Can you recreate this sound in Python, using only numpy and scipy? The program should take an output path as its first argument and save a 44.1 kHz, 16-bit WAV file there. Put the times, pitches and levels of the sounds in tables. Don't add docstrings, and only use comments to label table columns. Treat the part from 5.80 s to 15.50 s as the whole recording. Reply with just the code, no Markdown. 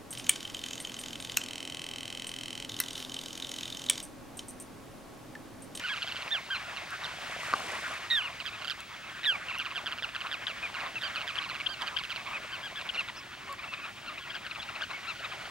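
import sys
import numpy as np
from scipy import signal
from scipy.fft import rfft, irfft, next_fast_len
from scipy.io import wavfile
from scipy.ndimage import uniform_filter1d

SR = 44100
rng = np.random.default_rng(int(sys.argv[2]) if len(sys.argv) > 2 else 0)


def unload_wav(signal):
    wavfile.write(
        sys.argv[1],
        SR,
        np.round(np.clip(np.atleast_2d(signal).T, -1, 1) * 32767).astype(np.int16),
    )


N = 427769
TIME_S = np.arange(N) / SR

# (time [s], wash [relative dB], spray [relative dB])
WAVE_LEVELS = [(0.04, -57, -57), (0.33, -52, -57), (0.77, -55, -59), (1.98, -44.5, -55), (2.27, -55, -58),
               (3.19, -58, -62), (3.65, -53, -61), (4.37, -55.5, -62), (5.02, -50.5, -59), (6.09, -55, -60),
               (7.11, -54, -60), (7.4, -59, -62), (8.3, -59, -63), (9.7, -52.5, -58)]
# (frequency [Hz], density [relative dB])
SURF_SPECTRUM = [(18, -50), (30, -9.5), (122, -7), (355, -10.5), (460, -16.5), (581, -8), (859, -10),
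                 (1200, -5.5), (2190, -4.5), (2630, -5.5), (12500, -31), (15000, -48)]
# (frequency [Hz], coherence [0-1])
PORT_COHERENCE = [(60, 1), (250, 0.6), (500, 0.07), (1000, 0.75), (2500, 1), (8000, 0.53), (12000, 0)]
# (time [s], swell [relative])
RUMBLE_SWELL = [(5.1, -17), (5.45, 20), (5.85, 23), (6.2, 0)]
# (frequency [Hz], start level [dB], end level [dB])
HUM_AND_DRONE = [(113.6, -67, -76), (370, -75, -69)]
# (frequency [Hz], gain [dB])
THROAT_GAIN = [(700, 8.5), (1200, -1), (1800, 3), (3000, 4), (3800, 5.5), (4700, 3), (5400, -5),
               (7500, -10), (10000, -11), (12500, -6), (15000, -16)]
# (time [s], gain [dB])
FLOCK_GAIN = [(1.5, -1), (2.7, 2), (4.4, -2), (5.6, 4), (7.5, -2)]
# (time [s], length [s], top pitch [Hz], level [dB], voice)
WHISTLE_NOTES = [(0.035, 0.04, 1520, -35, "full"), (0.088, 0.069, 1700, -36, "full"),
                 (0.7, 0.066, 1607, -34, "full"), (0.744, 0.027, 2106, -40.5, "pure"),
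                 (2.419, 0.07, 1497, -38, "thin"), (2.725, 0.045, 1320, -43, "hoarse"),
                 (3.683, .035, 1380, -38, "thin"), (3.724, .03, 1350, -39, "thin"),
                 (3.775, .04, 1420, -38, "thin"), (4.826, 0.055, 1256, -36, "thin"),
                 (5.154, 0.037, 1352, -35, "thin"), (5.232, 0.052, 1587, -38.5, "reedy"),
                 (5.366, 0.025, 1317, -36, "thin"), (5.8, 0.022, 1163, -37, "thin"),
                 (5.886, 0.066, 1605, -43, "reedy"), (6.53, 0.057, 1292, -38, "thin"),
                 (6.717, 0.048, 1573, -40.5, "hoarse"), (6.828, 0.066, 1685, -41, "hoarse"),
                 (6.955, 0.048, 1730, -40, "hoarse"), (7.171, 0.045, 1433, -33, "thin"),
                 (7.689, 0.056, 570, -41, "pure"), (7.872, 0.072, 1350, -45, "pure"),
                 (7.965, .1, 1320, -47, "pure"), (8.293, 0.042, 620, -45, "pure"),
                 (8.792, 0.024, 1740, -41, "thin"), (9.129, .048, 1120, -41.5, "pure")]
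WHISTLE_VOICES = {"full": (4.5, -16, 0.55, -2, .27, 5), "reedy": (-3, -4, 0.3, -9, .4, 3),
                  "thin": (-10, -19, 0.9, 1, .15, 4), "hoarse": (-1, -11, 1, 2, .28, 4.8),
                  "pure": (-22, -22, 0.1, 1, .2, 1.3)}
# (time [s], notes, lead length [s], lead pitch [Hz], lead level [dB])
RATTLE_BURSTS = [(0.065, 1, 0.061, 1408, -38), (0.129, 1, 0.016, 1414, -37.5),
                 (0.161, 1, 0.028, 1530, -38.5), (0.214, 1, 0.036, 1600, -35.5),
                 (0.268, 1, 0.041, 1673, -39.5), (0.315, 1, 0.016, 1475, -36), (0.359, 3, 0.023, 1507, -38),
                 (0.747, 1, 0.024, 1444, -38.5), (0.964, 1, 0.025, 1443, -38), (1.237, 1, 0.035, 1934, -38),
                 (2.595, 1, 0.034, 1520, -40.5), (2.655, 1, 0.043, 1710, -38), (2.814, 1, 0.025, 1500, -44),
                 (2.846, 1, 0.019, 1525, -40), (2.873, 1, 0.021, 1640, -36.5), (2.898, 1, 0.029, 1680, -34),
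                 (3.433, 1, 0.024, 1950, -36.5), (3.69, 2, 0.032, 1520, -38),
                 (3.792, 2, 0.039, 1610, -35.5), (3.907, 1, 0.021, 1350, -40),
                 (3.951, 1, 0.046, 1656, -35.5), (4.06, 2, 0.035, 1660, -35),
                 (4.178, 1, 0.025, 1545, -39.5), (4.224, 1, 0.034, 1720, -34),
                 (4.29, 1, 0.012, 1380, -41.5), (4.349, 3, 0.021, 1650, -34.5),
                 (4.514, 1, 0.045, 1727, -35), (4.674, 1, 0.052, 1610, -37.5), (4.942, 3, 0.035, 1482, -38),
                 (5.214, 1, 0.043, 1774, -37.5), (5.352, 2, 0.024, 1553, -36), (5.47, 1, 0.045, 1730, -37),
                 (5.556, 2, 0.023, 1535, -38), (5.632, 1, 0.036, 1530, -39.5),
                 (5.691, 1, .032, 1450, -37.5), (5.745, 2, 0.024, 1497, -38.5),
                 (6.013, 1, 0.022, 1740, -36), (6.064, 1, 0.029, 1633, -36.5),
                 (6.18, 2, 0.028, 1656, -36.5), (6.297, 2, 0.037, 1603, -36.5),
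                 (7.006, 1, 0.021, 1373, -39.5), (7.139, 2, 0.035, 1504, -37.5),
                 (7.279, 1, 0.027, 1218, -39.5), (8.651, 1, 0.026, 1640, -42.5)]
# (time [s], brightness [dB])
RATTLE_BRIGHTNESS = [(0, -5), (2.9, -4), (3.5, -10), (5.5, -6), (6.1, -4)]
# (time [s], pan [dB])
BIRD_PAN = [(0, -1.5), (2.8, -6.5), (4, -2.5), (6.3, -4.5), (7.1, -0.5), (8.4, 4)]
# (time [s], pitch [Hz], level [relative dB])
CRY_CURVES = [
    [(0.505, 1570, -37), (0.517, 1790, -28), (0.529, 1823, -30), (0.549, 1663, -28.5), (0.565, 1425, -33),
     (0.587, 1106, -39), (0.6, 1000, -44)],
    [(2.3, 1910, -31), (2.312, 1883, -22), (2.32, 1887, -24), (2.352, 1844, -26.5), (2.38, 1653, -25),
     (2.402, 1490, -33.5), (2.425, 1125, -33.5)],
    [(3.452, 2060, -27.5), (3.472, 1748, -24), (3.502, 1566, -25), (3.51, 1510, -28), (3.518, 1446, -29),
     (3.548, 1176, -37.5), (3.56, 1130, -28.5)],
]
# (time [s], ring [Hz], level [relative dB])
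PEBBLE_TICKS = [(1.106, 8400, -37), (3.005, 6660, -33), (3.786, 9450, -33), (6.018, 9000, -40),
                (7.727, 7500, -33)]
# (time [s], ring [Hz], t60 [s], level [dB])
AIR_PLOPS = [(1.633, 1200, .02, -26), (1.73, 1220, .023, -21), (1.7368, 4400, .0027, -20),
             (1.737, 1500, .015, -16.5), (1.7374, 1175, .026, -11.5), (1.738, 396, .062, -33)]
# (start [s], end [s])
BREAKER_SPAN_S = (1.72, 2)
# (time [s], length [s], top pitch [Hz], level [dB])
SHARP_PULSES = [(3.442, 0.017, 1500, -34), (4.667, 0.0062, 1720, -30), (5.58, 0.015, 1610, -31.5),
                (5.86, 0.019, 1610, -29.5), (6.163, 0.014, 1640, -29), (7.087, 0.02, 1610, -33)]
# (time [s], length [s], top pitch [Hz], level [dB], tone)
YAP_NOTES = [(6.455, .042, 1188, -40.5, "harsh"), (7.781, 0.03, 1222, -43.5, "clear"),
             (7.832, 0.026, 1350, -42, "clear"), (7.922, .036, 1328, -38.5, "harsh"),
             (8.033, 0.042, 1354, -41.5, "clear"), (8.268, 0.036, 1404, -42, "clear"),
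             (8.374, 0.029, 1310, -42, "harsh"), (8.489, 0.041, 1720, -43, "harsh"),
             (8.529, 0.048, 1570, -40.5, "harsh"), (8.696, 0.029, 1360, -40, "harsh"),
             (8.743, 0.033, 1390, -42, "harsh"), (8.813, .034, 1333, -42.5, "harsh"),
             (8.874, 0.039, 1343, -42, "harsh"), (8.939, 0.037, 1355, -41.5, "harsh"),
             (9.003, 0.053, 1616, -36.5, "harsh"), (9.097, 0.029, 1315, -41, "harsh"),
             (9.262, 0.068, 1380, -37.5, "clear"), (9.385, 0.026, 1480, -45, "clear"),
             (9.437, 0.029, 1285, -38, "clear"), (9.513, 0.028, 1237, -41, "harsh"),
             (9.646, 0.025, 1534, -44, "harsh")]
YAP_TONES = {"clear": .3, "harsh": .9}
# (time [s], pitch [Hz])
SQUEAK_CURVE = [(7.345, 3300), (7.375, 5800), (7.387, 5000), (7.399, 5500), (7.414, 3300)]
# (frequency [Hz], left lead [rad])
PORT_LEAD = [(60, -0.23), (350, 0.65), (2700, -0.98), (12000, -0.5)]


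def undb(db):
    return 10 ** (np.asarray(db) / 20)


def unit(x):
    return x / np.sqrt(np.mean(x ** 2) + 1e-18)


def at_s(points, s):
    return np.interp(s, *np.transpose(points))


def at_hz(points, hz):
    f, value = np.transpose(points)
    return np.interp(np.log(np.maximum(hz, 1)), np.log(f), value)


def butter(x, order, hz, kind):
    return signal.sosfilt(signal.butter(order, hz, kind, fs=SR, output="sos"), x)


def walk(rate_hz, size=N):
    k = max(int(SR / rate_hz), 1)
    held = np.repeat(rng.standard_normal(size // k + 2), k)
    return 1.39 * uniform_filter1d(uniform_filter1d(held, k), k)[:size]


def add(out, s, sound, pan_db=0):
    i = max(int(s * SR), 0)
    part = sound[:max(N - i, 0)]
    out[:, i:i + len(part)] += undb(np.array([[pan_db], [-pan_db]]) / 2) * part


def ring(hz, t60_s, glide=0):
    t = np.arange(int(t60_s * SR) + 2) / SR
    return np.sin(2 * np.pi * hz * t * (1 + glide * t / t60_s / 2)) * np.exp(-np.log(1000) * t / t60_s)


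def progress(length_s):
    return np.linspace(0, 1, int(max(length_s, .004) * SR))


def wave_swell_db():
    s, *columns = np.transpose(WAVE_LEVELS)
    return [np.interp(TIME_S, s, db - np.median(db)) for db in columns]


def surf(level_db=-44, flicker_db=4.5, splash_db=4.5):
    wash_db, spray_db = wave_swell_db()
    size = next_fast_len(N)
    hz = np.maximum(np.arange(size // 2 + 1) * SR / size, 1)
    mid, side = rfft(rng.standard_normal((2, size)))
    coherence = np.clip(at_hz(PORT_COHERENCE, hz), 0, 1)
    spectrum = np.sqrt(1 + coherence) * mid + np.sqrt(1 - coherence) * side * np.array([[1], [-1]])
    spectrum *= undb(at_hz(SURF_SPECTRUM, hz))
    spectrum *= undb(level_db) / irfft(spectrum).std()
    out, splash = 0, walk(45)
    for octave in np.arange(4, 14.5, .5):
        band = irfft(spectrum * np.maximum(1 - 2 * abs(np.log2(hz) - octave), 0), size)[:, :N]
        wash_share = at_hz([(130, .099), (300, .075), (900, .8), (4000, .1)], 2 ** octave)
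        spray_share = at_hz([(1000, 0), (5000, .9), (15000, .4)], 2 ** octave)
        splutter_db = flicker_db * walk(25) + splash_db * splash
        rumble_db = at_hz([(130, .059), (220, 0)], 2 ** octave) * at_s(RUMBLE_SWELL, TIME_S)
        out += band * undb(rumble_db + wash_share * (wash_db + splutter_db) + spray_share * spray_db)
    return out


def bubbles(count=2200, base_db=-48.5, low_hz=550, high_hz=3400):
    out, wash_db = np.zeros((2, N)), wave_swell_db()[0]
    for when, pitch, faintness, side in rng.random((count, 4)):
        hz = low_hz * (high_hz / low_hz) ** pitch
        db = base_db + wash_db[int(when * N)] - 4 * np.log(faintness + .062)
        add(out, when * N / SR, undb(db) * ring(hz, 14 / hz, glide=.89), pan_db=6 * side - 3)
    return out


def hum_drone_whine(whine_hz=15725, whine_db=-74.5):
    low_tones = 0
    for hz, start_db, end_db in HUM_AND_DRONE:
        gain = undb(np.linspace(start_db, end_db, N) + 2.5 * walk(5))
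        low_tones += gain * np.sin(2 * np.pi * np.cumsum(hz * (1 + .028 * walk(25))) / SR)
    gain = undb(whine_db + 1.5 * walk(12))
    whine = gain * np.sin(2 * np.pi * np.cumsum(whine_hz + 12 * walk(30)) / SR)
    return np.sqrt(2) * (low_tones + whine)


def syrinx(hz, first_db, third_db, upper_db, jitter, rasp, rolloff_db=0):
    hz = hz * (1 + jitter * walk(900, len(hz)))
    phase = 2 * np.pi * np.cumsum(hz) / SR
    levels_db = [first_db, 0, third_db, *(upper_db - rolloff_db * np.arange(5))]
    tone = 0
    for k, db in enumerate(levels_db, 1):
        gain = undb(db + at_hz(THROAT_GAIN, k * hz)) * (1 + rasp * walk(420, len(hz)))
        tone -= gain * np.cos(k * phase)
    return tone


def far_birds(count=330, base_db=-53.5, cutoff_hz=4500):
    out = np.zeros((2, N))
    for when, kind, size, pitch, shape, loud, side in rng.random((count, 7)):
        s, hz, length_s = when * N / SR, 1100 + 650 * pitch, .02 + .035 * size
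        note = yap(length_s, hz, shape / 2, third_db=-10) if kind < .5 else rattle(length_s, hz, shape)
        db = base_db + 4 * loud ** 2 + at_s(FLOCK_GAIN, s)
        add(out, s, undb(db) * note, pan_db=10 * side - 6)
    return beach_scatter(butter(out, 3, cutoff_hz, "lowpass"), wet_db=-8)


def whistle(length_s, top_hz, crest, fall, first_db, third_db, flutter, flutter_hz=150):
    u = progress(length_s)
    scoop = 1 - .08 * (1 - u) ** 8
    hz = top_hz * (1 - fall * ((u - crest) / (1 - crest)) ** 2) * scoop
    pressure = np.interp(u, [0, .084, .32, .88, 1], [0, 1, .85, .8, 0])
    chop = np.clip(flutter * 1.3 * abs(2 * u - 1), 0, 1)
    gate = 1 - chop * np.cos(np.pi * flutter_hz * u * length_s) ** 2
    tone = syrinx(hz, first_db, third_db, upper_db=-26, jitter=.007 + .035 * chop ** 2, rasp=.25)
    return unit(tone * pressure * gate)


def rattle(length_s, pitch_hz, merge, bright_db=-9, pulse_hz=154, uneven_db=1.6):
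    u = progress(length_s)
    beats = u * length_s * pulse_hz
    cycle = (beats + .06 * u * walk(120, len(u))) % 1
    onset_width = np.minimum(.72 + .28 * beats, 1)
    onset_gain = np.interp(beats, [.4, 1], [.7, 1])
    duty = np.clip((.44 + .62 * merge * u) * onset_width, .1, 1)
    gate = np.sin(np.pi * np.minimum(cycle / duty, 1) ** .75)
    fused = np.clip(1.6 * merge * u - .55, 0, 1)
    arch = .15 * (gate - .8) * (1 - fused)
    hz = pitch_hz * (1 - (.08 + .3 * merge) * u ** 1.5) * (1 + arch)
    pressure = np.interp(u, [0, .3, .6, .93, 1], [1, 1, .8, .5, 0]) * onset_gain
    tone = syrinx(hz, first_db=-6 - .65 * bright_db, third_db=bright_db - 2, upper_db=bright_db - 9,
                  jitter=.022, rasp=.26, rolloff_db=2)
    uneven = undb(uneven_db * walk(pulse_hz, len(u)))
    return unit(tone * ((1 - fused) * gate + .7 * fused) * pressure * uneven)


def rattle_bursts(step_s=.0565, fade_db=1, drop=.0575, shrink=.208, fuse_from_s=.0055, fuse_over_s=.0267):
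    out = np.zeros((2, N))
    for s, notes, lead_s, lead_hz, lead_db in RATTLE_BURSTS:
        for k in range(round(notes)):
            length_s = lead_s * (1 - shrink) ** k
            merge = np.clip((length_s - fuse_from_s) / fuse_over_s, 0, 1)
            note = rattle(length_s, lead_hz * (1 - drop) ** k, merge, at_s(RATTLE_BRIGHTNESS, s))
            add(out, s + k * step_s, undb(lead_db - k * fade_db) * note, at_s(BIRD_PAN, s))
    return out


def cry(curve, gain_db=-1, creak_s=.014, creak_hz=150, edge_s=.0011):
    s, hz, db = np.transpose(curve)
    t = np.arange(s[0], s[-1], 1 / SR)
    creak = np.exp(-((t - s[0]) / creak_s) ** 2)
    tone = syrinx(np.interp(t, s, hz), first_db=-3.5, third_db=-21.5, upper_db=db.max() + 2,
                  jitter=.0057 + .038 * creak, rasp=.12, rolloff_db=1.5)
    gate = 1 - creak * np.cos(np.pi * creak_hz * (t - s[0])) ** 2
    edges = np.clip(np.minimum(t - s[0], s[-1] - t) / edge_s, 0, 1)
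    return unit(tone * gate) * edges * undb(np.interp(t, s, db) + gain_db)


def pebbles(t60_s=.0064):
    out = np.zeros((2, N))
    for s, hz, db in PEBBLE_TICKS:
        modes = sum(ring(hz * ratio, t60_s) / ratio for ratio in (.62, 1, 1.2, 1.55))
        add(out, s, undb(db) * modes / 2)
    return out


def foam(level_db=-50.5, band_hz=(4000, 9500), lag_s=.1, width_s=.37):
    fizz = butter(rng.standard_normal((2, N)), 2, band_hz, "bandpass")
    swell = np.exp(-((TIME_S - BREAKER_SPAN_S[0] - lag_s) / width_s) ** 2)
    return unit(fizz) * swell * undb(level_db + 2 * walk(250))


def plops():
    out = np.zeros((2, N))
    for s, hz, t60_s, db in AIR_PLOPS:
        add(out, s, undb(db) * ring(hz, t60_s))
    return out


def gurgle(count=60, base_db=-43, low_hz=220, high_hz=900):
    out = np.zeros((2, N))
    for when, pitch, faintness, side in rng.random((count, 4)):
        hz = low_hz * (high_hz / low_hz) ** pitch
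        bubble = undb(base_db + 7 * pitch - 14 * faintness) * ring(hz, 12 / hz, glide=.3)
        add(out, np.interp(when, [0, 1], BREAKER_SPAN_S), bubble, pan_db=8 * side - 4)
    return out


def sharp_pulse(length_s, top_hz):
    u = progress(length_s)
    hz = top_hz * (1 - (u - .4) ** 2)
    tone = syrinx(hz, first_db=-14, third_db=-23, upper_db=-34, jitter=.071, rasp=.44)
    return unit(tone * np.sin(np.pi * u))


def yap(length_s, top_hz, rough, third_db=-8, flutter_hz=150):
    u = progress(length_s)
    from_crest = 2 * u ** rng.uniform(.55, 1.2) - 1
    hz = top_hz * (1 - .3 * from_crest ** 2)
    tone = syrinx(hz, first_db=1, third_db=third_db, upper_db=third_db - 6,
                  jitter=.065 * rough, rasp=.8 * rough, rolloff_db=6)
    flutter = 1 - .6 * rough * np.cos(np.pi * flutter_hz * u * length_s) ** 2
    return unit(tone * flutter * np.sin(np.pi * u))


def squeak(level_db=-48.5):
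    t = np.arange(SQUEAK_CURVE[0][0], SQUEAK_CURVE[-1][0], 1 / SR)
    hz = at_s(SQUEAK_CURVE, t) * (1 + .04 * walk(900, len(t)))
    phase = 2 * np.pi * np.cumsum(hz) / SR
    tone = np.sin(phase) + np.sin(phase / 2)
    return undb(level_db) * unit(tone * np.sqrt(np.hanning(len(t))))


def near_birds():
    out = rattle_bursts()
    for s, length_s, hz, db, voice in WHISTLE_NOTES:
        first_db, third_db, flutter, pan_db, crest, fall_per_s = WHISTLE_VOICES[voice]
        note = whistle(length_s, hz, crest, fall_per_s * length_s, first_db, third_db, flutter)
        add(out, s, undb(db) * note, pan_db)
    for s, length_s, hz, db, tone in YAP_NOTES:
        add(out, s, undb(db) * yap(length_s, hz, YAP_TONES[tone]), at_s(BIRD_PAN, s))
    add(out, SQUEAK_CURVE[0][0], squeak())
    for curve in CRY_CURVES:
        add(out, curve[0][0], cry(curve), pan_db=-3.5)
    for s, length_s, hz, db in SHARP_PULSES:
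        add(out, s, undb(db) * sharp_pulse(length_s, hz), pan_db=7)
    return out


def beach_scatter(x, wet_db=-12, t60_s=.015):
    t = np.arange(SR // 4) / SR
    tail = rng.standard_normal((2, len(t))) * np.exp(-np.log(1000) * t / t60_s) * (t > .002)
    tail = tail + 1.4 * tail[::-1]
    tail /= np.sqrt(np.sum(tail ** 2, axis=1, keepdims=True))
    return x + undb(wet_db) * signal.fftconvolve(x.mean(0)[None], tail, axes=1)[:, :N]


def scene():
    water = surf() + bubbles() + gurgle() + foam()
    knocks = butter(pebbles() + plops(), 2, 330, "highpass")
    return beach_scatter(near_birds() + knocks) + far_birds() + water + hum_drone_whine()


def record(dry):
    low_hz, top_hz = 38, 15900
    size = next_fast_len(N)
    spectrum = rfft(butter(dry, 2, low_hz, "highpass"), size)
    lead_rad = at_hz(PORT_LEAD, np.arange(size // 2 + 1) * SR / size)
    ports = irfft(spectrum * np.exp(1j * lead_rad * np.array([[1], [-1]]) / 2), size)[:, :N]
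    return signal.sosfilt(signal.ellip(10, .2, 70, top_hz, fs=SR, output="sos"), ports)


dry = scene()
out = record(dry)
unload_wav(out)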